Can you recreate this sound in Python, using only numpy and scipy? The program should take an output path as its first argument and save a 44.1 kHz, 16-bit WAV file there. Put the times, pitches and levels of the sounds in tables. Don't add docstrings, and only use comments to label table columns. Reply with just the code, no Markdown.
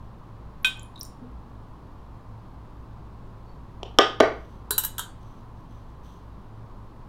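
import sys
import numpy as np
from scipy import signal
from scipy.fft import rfft, irfft
from scipy.io import wavfile
from scipy.ndimage import uniform_filter1d

SR = 44100
rng = np.random.default_rng(int(sys.argv[2]) if len(sys.argv) > 2 else 0)


def file_out(sig):
    cols = np.atleast_2d(sig).T
    lim = np.clip(cols, -1, 1)
    pcm = np.round(lim * 32767).astype(np.int16)
    wavfile.write(sys.argv[1], SR, pcm)


N = 312228
TIME = np.arange(N) / SR
RING = np.arange(int(.6 * SR)) / SR


def from_db(db):
    return 10 ** (np.asarray(db) / 20)


def rms_one(x):
    return x / np.sqrt(np.mean(x ** 2) + 1e-20)


def at_hz(points, hz):
    f, value = np.transpose(points)
    return np.interp(np.log(np.maximum(hz, 1)), np.log(f), value)


def fade(t60):
    return np.exp(-np.log(1000) * RING / t60)


def bins(size):
    return np.arange(size // 2 + 1) * SR / size


def noise(spectrum, size):
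    phase = np.exp(2j * np.pi * rng.random(size // 2 + 1))
    magnitude = from_db(at_hz(spectrum, bins(size)))
    return rms_one(irfft(phase * magnitude, size))


def add(out, s, sound):
    i = int(round(s * SR))
    out[i:i + len(sound)] += sound[:N - i]


def stroke(start, length, attack_s, release_s):
    swell = np.clip((TIME - start) / attack_s, 0, 1)
    return swell * np.exp(-np.maximum(TIME - start - length, 0) / release_s)


def contact(sound, brightness, pivot_hz):
    low = signal.sosfilt(signal.butter(1, pivot_hz, fs=SR, output="sos"), sound)
    high = sound - low
    return low * from_db(-2 * brightness) + high * from_db(2 * brightness)


def struck(hits, modes, dense, pivot_hz, low_hz, attack_s, modes_db, crack_db, crack_t60, dense_db, dense_t60):
    clear, wash, dense = np.zeros(N), np.zeros(N), np.array(dense)
    press = 1 - np.exp(-(RING / attack_s) ** 2)
    crack = from_db(crack_db) * fade(crack_t60)
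    envelope = np.hypot(crack, from_db(dense_db) * fade(dense_t60))
    for s, level_db, brightness, spot in hits:
        spot = int(spot)
        burst = noise(dense[:, [0, spot + 1]], len(RING)) * envelope
        tones = np.zeros(len(RING))
        for k, (hz, t60, *spot_db) in enumerate(modes):
            sign = (-1) ** k
            gain = sign * from_db(modes_db + spot_db[spot])
            tones += gain * np.sin(2 * np.pi * hz * RING) * fade(t60)
        add(clear, s, from_db(level_db) * contact(press * tones, brightness, pivot_hz))
        add(wash, s, from_db(level_db) * contact(press * burst, brightness, pivot_hz))
    return signal.sosfilt(signal.butter(4, low_hz, "high", fs=SR, output="sos"), [clear, wash])


def mug_on_lid():
    # (time [s], relative level [dB], brightness [2 dB steps], spot [0-2])
    lid_hits = [(3.8310, -23.5, -3, 2), (3.9866, 5, -1.05, 0), (4.2020, -6.5, 2.5, 1),
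                (4.2058, -4, -4.5, 1)]
    # (frequency [Hz], t60 [s], relative level at spots 0, 1, 2 [dB each])
    lid_modes = [(250, 0.1, -24, -19, -30), (345, 0.12, -20, -21, -24), (416, 0.15, -13, -17, -22),
                 (480, 0.1, -15, -19, -24), (576, 0.12, -17, -18, -25), (650, 0.13, -19, -16, -27),
                 (701, 0.17, -18, -17, -35), (770, 0.13, -17, -22, -31), (1078, 0.16, -17, -26, -47),
                 (1182, 0.17, -15, -22, -46), (1232, 0.24, -17, -29, -56), (1528, 0.18, -21, -22, -49),
                 (1701, 0.22, -22, -35, -53), (1790, 0.15, -29, -27, -54), (1857, 0.15, -30, -31, -53),
                 (1949, 0.16, -23, -40, -60), (2293, 0.15, -27, -33, -44), (2730, 0.13, -38, -30, -44),
                 (2940, 0.13, -29, -26, -40), (3125, 0.16, -25, -32, -35), (3230, 0.13, -23, -36, -40),
                 (3370, 0.13, -23, -35, -50), (3930, 0.13, -44, -29, -46), (5530, 0.1, -37, -44, -40)]
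    # (frequency [Hz], relative level at spots 0, 1, 2 [dB each])
    lid_dense = [(130, -26, -22, -22), (260, -12, -4, -16), (410, -3, 2, 1), (740, -5, 1, -2),
                 (960, -17, -17, -16), (1180, -5, -8, -20), (1400, -11, -8, -24), (1850, -2, -5, -26),
                 (2620, -14, -17, -10), (3130, 2, -10, 2), (4200, -19, -16, -18), (5400, -13, -19, -9),
                 (8500, -32, -33, -26), (15500, -42, -47, -40)]
    return struck(lid_hits, lid_modes, lid_dense, pivot_hz=1216, low_hz=250, attack_s=.0004,
                  modes_db=-5.0, crack_db=0, crack_t60=.011, dense_db=-28, dense_t60=.2)


def dripper_on_mug():
    # (time [s], relative level [dB], brightness [2 dB steps], spot [0-2])
    wire_hits = [(4.7068, -1.5, -0.1, 0), (4.7797, 0, 0.6, 1), (4.8360, -11.5, -1.5, 1),
                 (4.8474, -6.5, 0.4, 1), (4.9815, -7.5, -1.4, 2), (4.9928, -6.5, -2, 2)]
    # (frequency [Hz], t60 [s], relative level at spots 0, 1, 2 [dB each])
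    wire_modes = [(415, 0.11, -32, -57, -48), (900, 0.08, -35, -31, -46), (1020, 0.1, -35, -38, -43),
                  (1300, 0.08, -47, -37, -30), (1545, 0.12, -38, -35, -37), (1680, 0.08, -36, -39, -51),
                  (2950, 0.13, -56, -31, -52), (3120, 0.12, -51, -51, -35), (3332, 0.17, -50, -48, -34),
                  (3728, 0.14, -37, -38, -38), (3930, 0.06, -40, -26, -43), (4014, 0.27, -31, -38, -44),
                  (4312, 0.18, -49, -55, -47), (4600, 0.35, -41, -53, -56), (5626, 0.09, -50, -39, -45),
                  (6480, 0.06, -48, -33, -49), (6923, 0.15, -42, -41, -42), (7031, 0.22, -43, -52, -43),
                  (7574, 0.12, -31, -33, -51), (7780, 0.1, -44, -35, -45), (8021, 0.22, -52, -57, -44),
                  (8166, 0.18, -46, -46, -43), (8475, 0.16, -38, -31, -38), (8969, 0.09, -26, -35, -50),
                  (9399, 0.07, -29, -31, -44), (10170, 0.06, -27, -30, -37), (10380, 0.1, -32, -47, -52),
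                  (10980, 0.07, -28, -50, -48), (11150, 0.065, -30, -41, -45),
                  (11500, 0.045, -28, -33, -38), (12250, 0.09, -39, -22, -38), (12780, 0.06, -26, -24, -37),
                  (12900, 0.06, -24, -22, -39), (12980, 0.07, -28, -20, -42), (13275, 0.1, -31, -28, -41),
                  (14000, 0.085, -33, -29, -47), (14120, 0.1, -45, -28, -48), (14230, 0.07, -33, -38, -43),
                  (15270, 0.1, -33, -42, -54), (15620, 0.06, -37, -31, -49)]
    # (frequency [Hz], relative level at spots 0, 1, 2 [dB each])
    wire_dense = [(200, -20, -26, -25.5), (398, 9.5, -16, 3), (680, -18, -16, -25), (948, -10.5, -5, 3),
                  (1570, 6.5, -4, 6), (2200, -22, -11, -33), (3150, -2.5, -3, 7), (4000, -15.5, -9.5, -8),
                  (4600, -11, -7.5, -13), (6900, -5, -2, 3), (10100, 2.5, 1, 2.5), (13300, 0.5, 6, 9),
                  (14460, -8, -6.5, -11), (15940, -8, -13, -6)]
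    return struck(wire_hits, wire_modes, wire_dense, pivot_hz=6000, low_hz=250, attack_s=.0002,
                  modes_db=2.0, crack_db=-17, crack_t60=.03, dense_db=-29.5, dense_t60=.11)


def rim_on_cup():
    # (time [s], relative level [dB], brightness [2 dB steps], spot [0])
    rim_hits = [(0.6460, 0, 1, 0)]
    # (frequency [Hz], t60 [s], relative level [dB])
    rim_modes = [(1529, 0.16, -19.5), (2503, 0.13, -11.5), (2762, 0.2, -36), (3138, 0.22, -22),
                 (3381, 0.13, -28), (3526, 0.16, -27), (3570, 0.12, -28), (3783, 0.2, -23),
                 (4334, 0.19, -43), (5577, 0.12, -41), (5725, 0.09, -35), (6912, 0.17, -39),
                 (7773, 0.2, -46), (8290, 0.17, -44), (9010, 0.12, -43), (9286, 0.1, -45),
                 (10090, 0.12, -46), (12090, 0.1, -47), (12660, 0.09, -43)]
    # (frequency [Hz], relative level [dB])
    rim_dense = [(300, -14), (700, -8.5), (1400, 1), (1900, -5.5), (2400, -7), (3600, 8.5), (4500, -15),
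                 (5400, -6), (6300, -16.5), (8400, -7.5), (10000, -14), (15500, -20)]
    return struck(rim_hits, rim_modes, rim_dense, pivot_hz=3000, low_hz=201, attack_s=.0003,
                  modes_db=-1.8, crack_db=-25, crack_t60=.03, dense_db=-27.5, dense_t60=.12)


def spray(count):
    start_s, length_s, centre_hz, t60 = .63, .25, 12100, .01
    rows = []
    for k, (when, size, pitch) in enumerate(rng.random((count, 3))):
        s = start_s + length_s * (k + when) / count
        level_db = -52.5 + 5 * (2 * size - 1)
        hz = centre_hz * 2 ** (.35 * (2 * pitch - 1))
        rows.append((s, level_db, hz, t60))
    return rows


def drops(spread, skirt_db, attack_s):
    # (time [s], level [dB], pitch [Hz], t60 [s])
    clear_drops = [(0.6705, -36, 11400, .012), (0.7950, -37, 7070, 0.013), (0.8312, -39, 10170, 0.011),
                   (0.9580, -39, 3800, 0.03), (0.9760, -47, 3900, 0.099), (0.9938, -37, 9330, 0.0068),
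                   (1.0, -41, 12700, 0.028), (1.0109, -32.5, 5580, 0.044), (1.0318, -20, 9400, 0.0038),
                   (1.031, -30.5, 13700, 0.014), (1.0508, -34, 7160, 0.0062)]
    out = np.zeros(N)
    for s, level_db, hz, t60 in list(clear_drops) + spray(count=6):
        skirts = [(hz / (1 + spread), skirt_db), (hz, 0), (hz * (1 + spread), skirt_db)]
        colour = [(hz / 3, -45), *skirts, (hz * 3, -45)]
        envelope = fade(t60) * np.minimum(RING / attack_s, 1)
        add(out, s, from_db(level_db) * noise(colour, len(RING)) * envelope)
    return out


def bumps():
    # (time [s], level before the soft onset [dB], frequency [Hz], t60 [s])
    soft_bumps = [(1.217, -37, 248.7, 0.24), (1.2420, -38.5, 457, 0.088)]
    out = np.zeros(N)
    for s, level_db, hz, t60 in soft_bumps:
        envelope = fade(t60) - fade(.014)
        add(out, s, from_db(level_db) * np.sin(2 * np.pi * hz * RING) * envelope)
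    return out


def slide(grain_db):
    # (start [s], length [s], level before the grain [dB])
    nudges = [(4.29, 0.27, -73), (5.19, 0.2, -72.5), (5.55, 0.042, -74), (5.683, 0.11, -72.5),
              (5.873, .025, -73), (6.02, .07, -68), (6.094, .07, -69.5)]
    # (frequency [Hz], relative level [dB])
    rub_colour = [(2000, -17.5), (3200, 3.5), (4200, -3.5), (5100, -11.5), (6150, 2), (6900, -17),
                  (8000, -11), (10000, -17.5), (13000, -13), (16000, -19.5)]
    grain = rms_one(uniform_filter1d(rng.standard_normal(N), size=400))
    pressure = np.zeros(N)
    for start, length, level_db in nudges:
        pressure += from_db(level_db) * stroke(start, length, attack_s=.03, release_s=.04)
    return pressure * from_db(grain_db * grain) * noise(rub_colour, N)


def squeak(attack_s, release_s):
    # (start [s], length [s], level [dB], pitch [Hz])
    slips = [(3.458, .06, -73, 4460)]
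    out = np.zeros(N)
    for start, length, level_db, hz in slips:
        colour = [(hz * .93, -60), (hz, 0), (hz * 1.07, -60)]
        out += from_db(level_db) * stroke(start, length, attack_s, release_s) * noise(colour, N)
    return out


def room(x, echo_db, tail_db, onset_s):
    # (delay after the direct sound [s], relative gain [dB])
    reflections = [(.0032, -14.5), (0.0185, -19), (0.0236, -16.5), (0.0282, -19), (.0335, -18),
                   (0.041, -22)]
    # (frequency [Hz], t60 [s])
    decay_times = [(200, 0.38), (800, 0.35), (2500, 0.39), (7000, 0.31), (15000, 0.18)]
    size = len(RING)
    white, response = rfft(rng.standard_normal(size)), np.zeros(size)
    edges = [0, 350, 1000, 2500, 5000, 10000, SR / 2]
    for low, high in zip(edges, edges[1:]):
        band = (bins(size) >= low) & (bins(size) < high)
        response += irfft(white * band, size) * fade(at_hz(decay_times, (low + high) / 2))
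    response *= np.minimum(RING / onset_s, 1) ** 2
    response *= from_db(tail_db) / np.sqrt(np.sum(response ** 2))
    for delay, gain_db in reflections:
        response[int(delay * SR)] += from_db(gain_db + echo_db)
    return signal.fftconvolve(x, response)[:N]


def in_room(body, ring_wet_db, echo_db, tail_db, onset_s, dull_hz):
    clear, wash = body
    absorption = signal.butter(1, dull_hz, fs=SR, output="sos")
    sent = signal.sosfilt(absorption, wash + from_db(ring_wet_db) * clear)
    return clear + wash + room(sent, echo_db, tail_db, onset_s)


def background(burner_db):
    # (frequency [Hz], relative level [dB])
    burner_colour = [(20, -0.5), (30, 4), (40, -11.5), (80, -9.5), (140, -7), (180, -10), (230, -11),
                     (330, -16), (500, -20.5), (720, -21.5), (1050, -16.5), (1400, -28.5), (2200, -39),
                     (4200, -43), (5500, -49), (8000, -54.5), (15500, -58)]
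    # (frequency [Hz], width [Hz], level [dB])
    hum_bands = [(58.4, 8.1, -48), (109.3, 6.8, -49.5)]
    out = from_db(burner_db) * noise(burner_colour, N)
    for hz, width, level_db in hum_bands:
        resonance = 1 / (1 + (2 * (bins(N) - hz) / width) ** 2)
        hum = irfft(rfft(rng.standard_normal(N)) * resonance, N)
        out += from_db(level_db) * rms_one(hum)
    return out


def scene():
    out = in_room(mug_on_lid(), ring_wet_db=-5.5, echo_db=-3, tail_db=-8, onset_s=.025, dull_hz=4480)
    out += in_room(dripper_on_mug(), ring_wet_db=-4.0, echo_db=-6.0, tail_db=-8.5, onset_s=.0121, dull_hz=13000)
    out += in_room(rim_on_cup(), ring_wet_db=-8.5, echo_db=-1.5, tail_db=-5.5, onset_s=.0072, dull_hz=14100)
    small = drops(spread=.15, skirt_db=-25, attack_s=.00043) + bumps()
    small += slide(grain_db=2.0) + squeak(attack_s=.02, release_s=.025)
    out += small + room(small, echo_db=-6, tail_db=-10.5, onset_s=.015)
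    out += background(burner_db=-44.5)
    return out[None]


def record(dry):
    clipped = np.clip(dry, -.97, .97)
    return signal.sosfilt(signal.ellip(10, .2, 80, 16200, fs=SR, output="sos"), clipped)


dry = scene()
out = record(dry)
file_out(out)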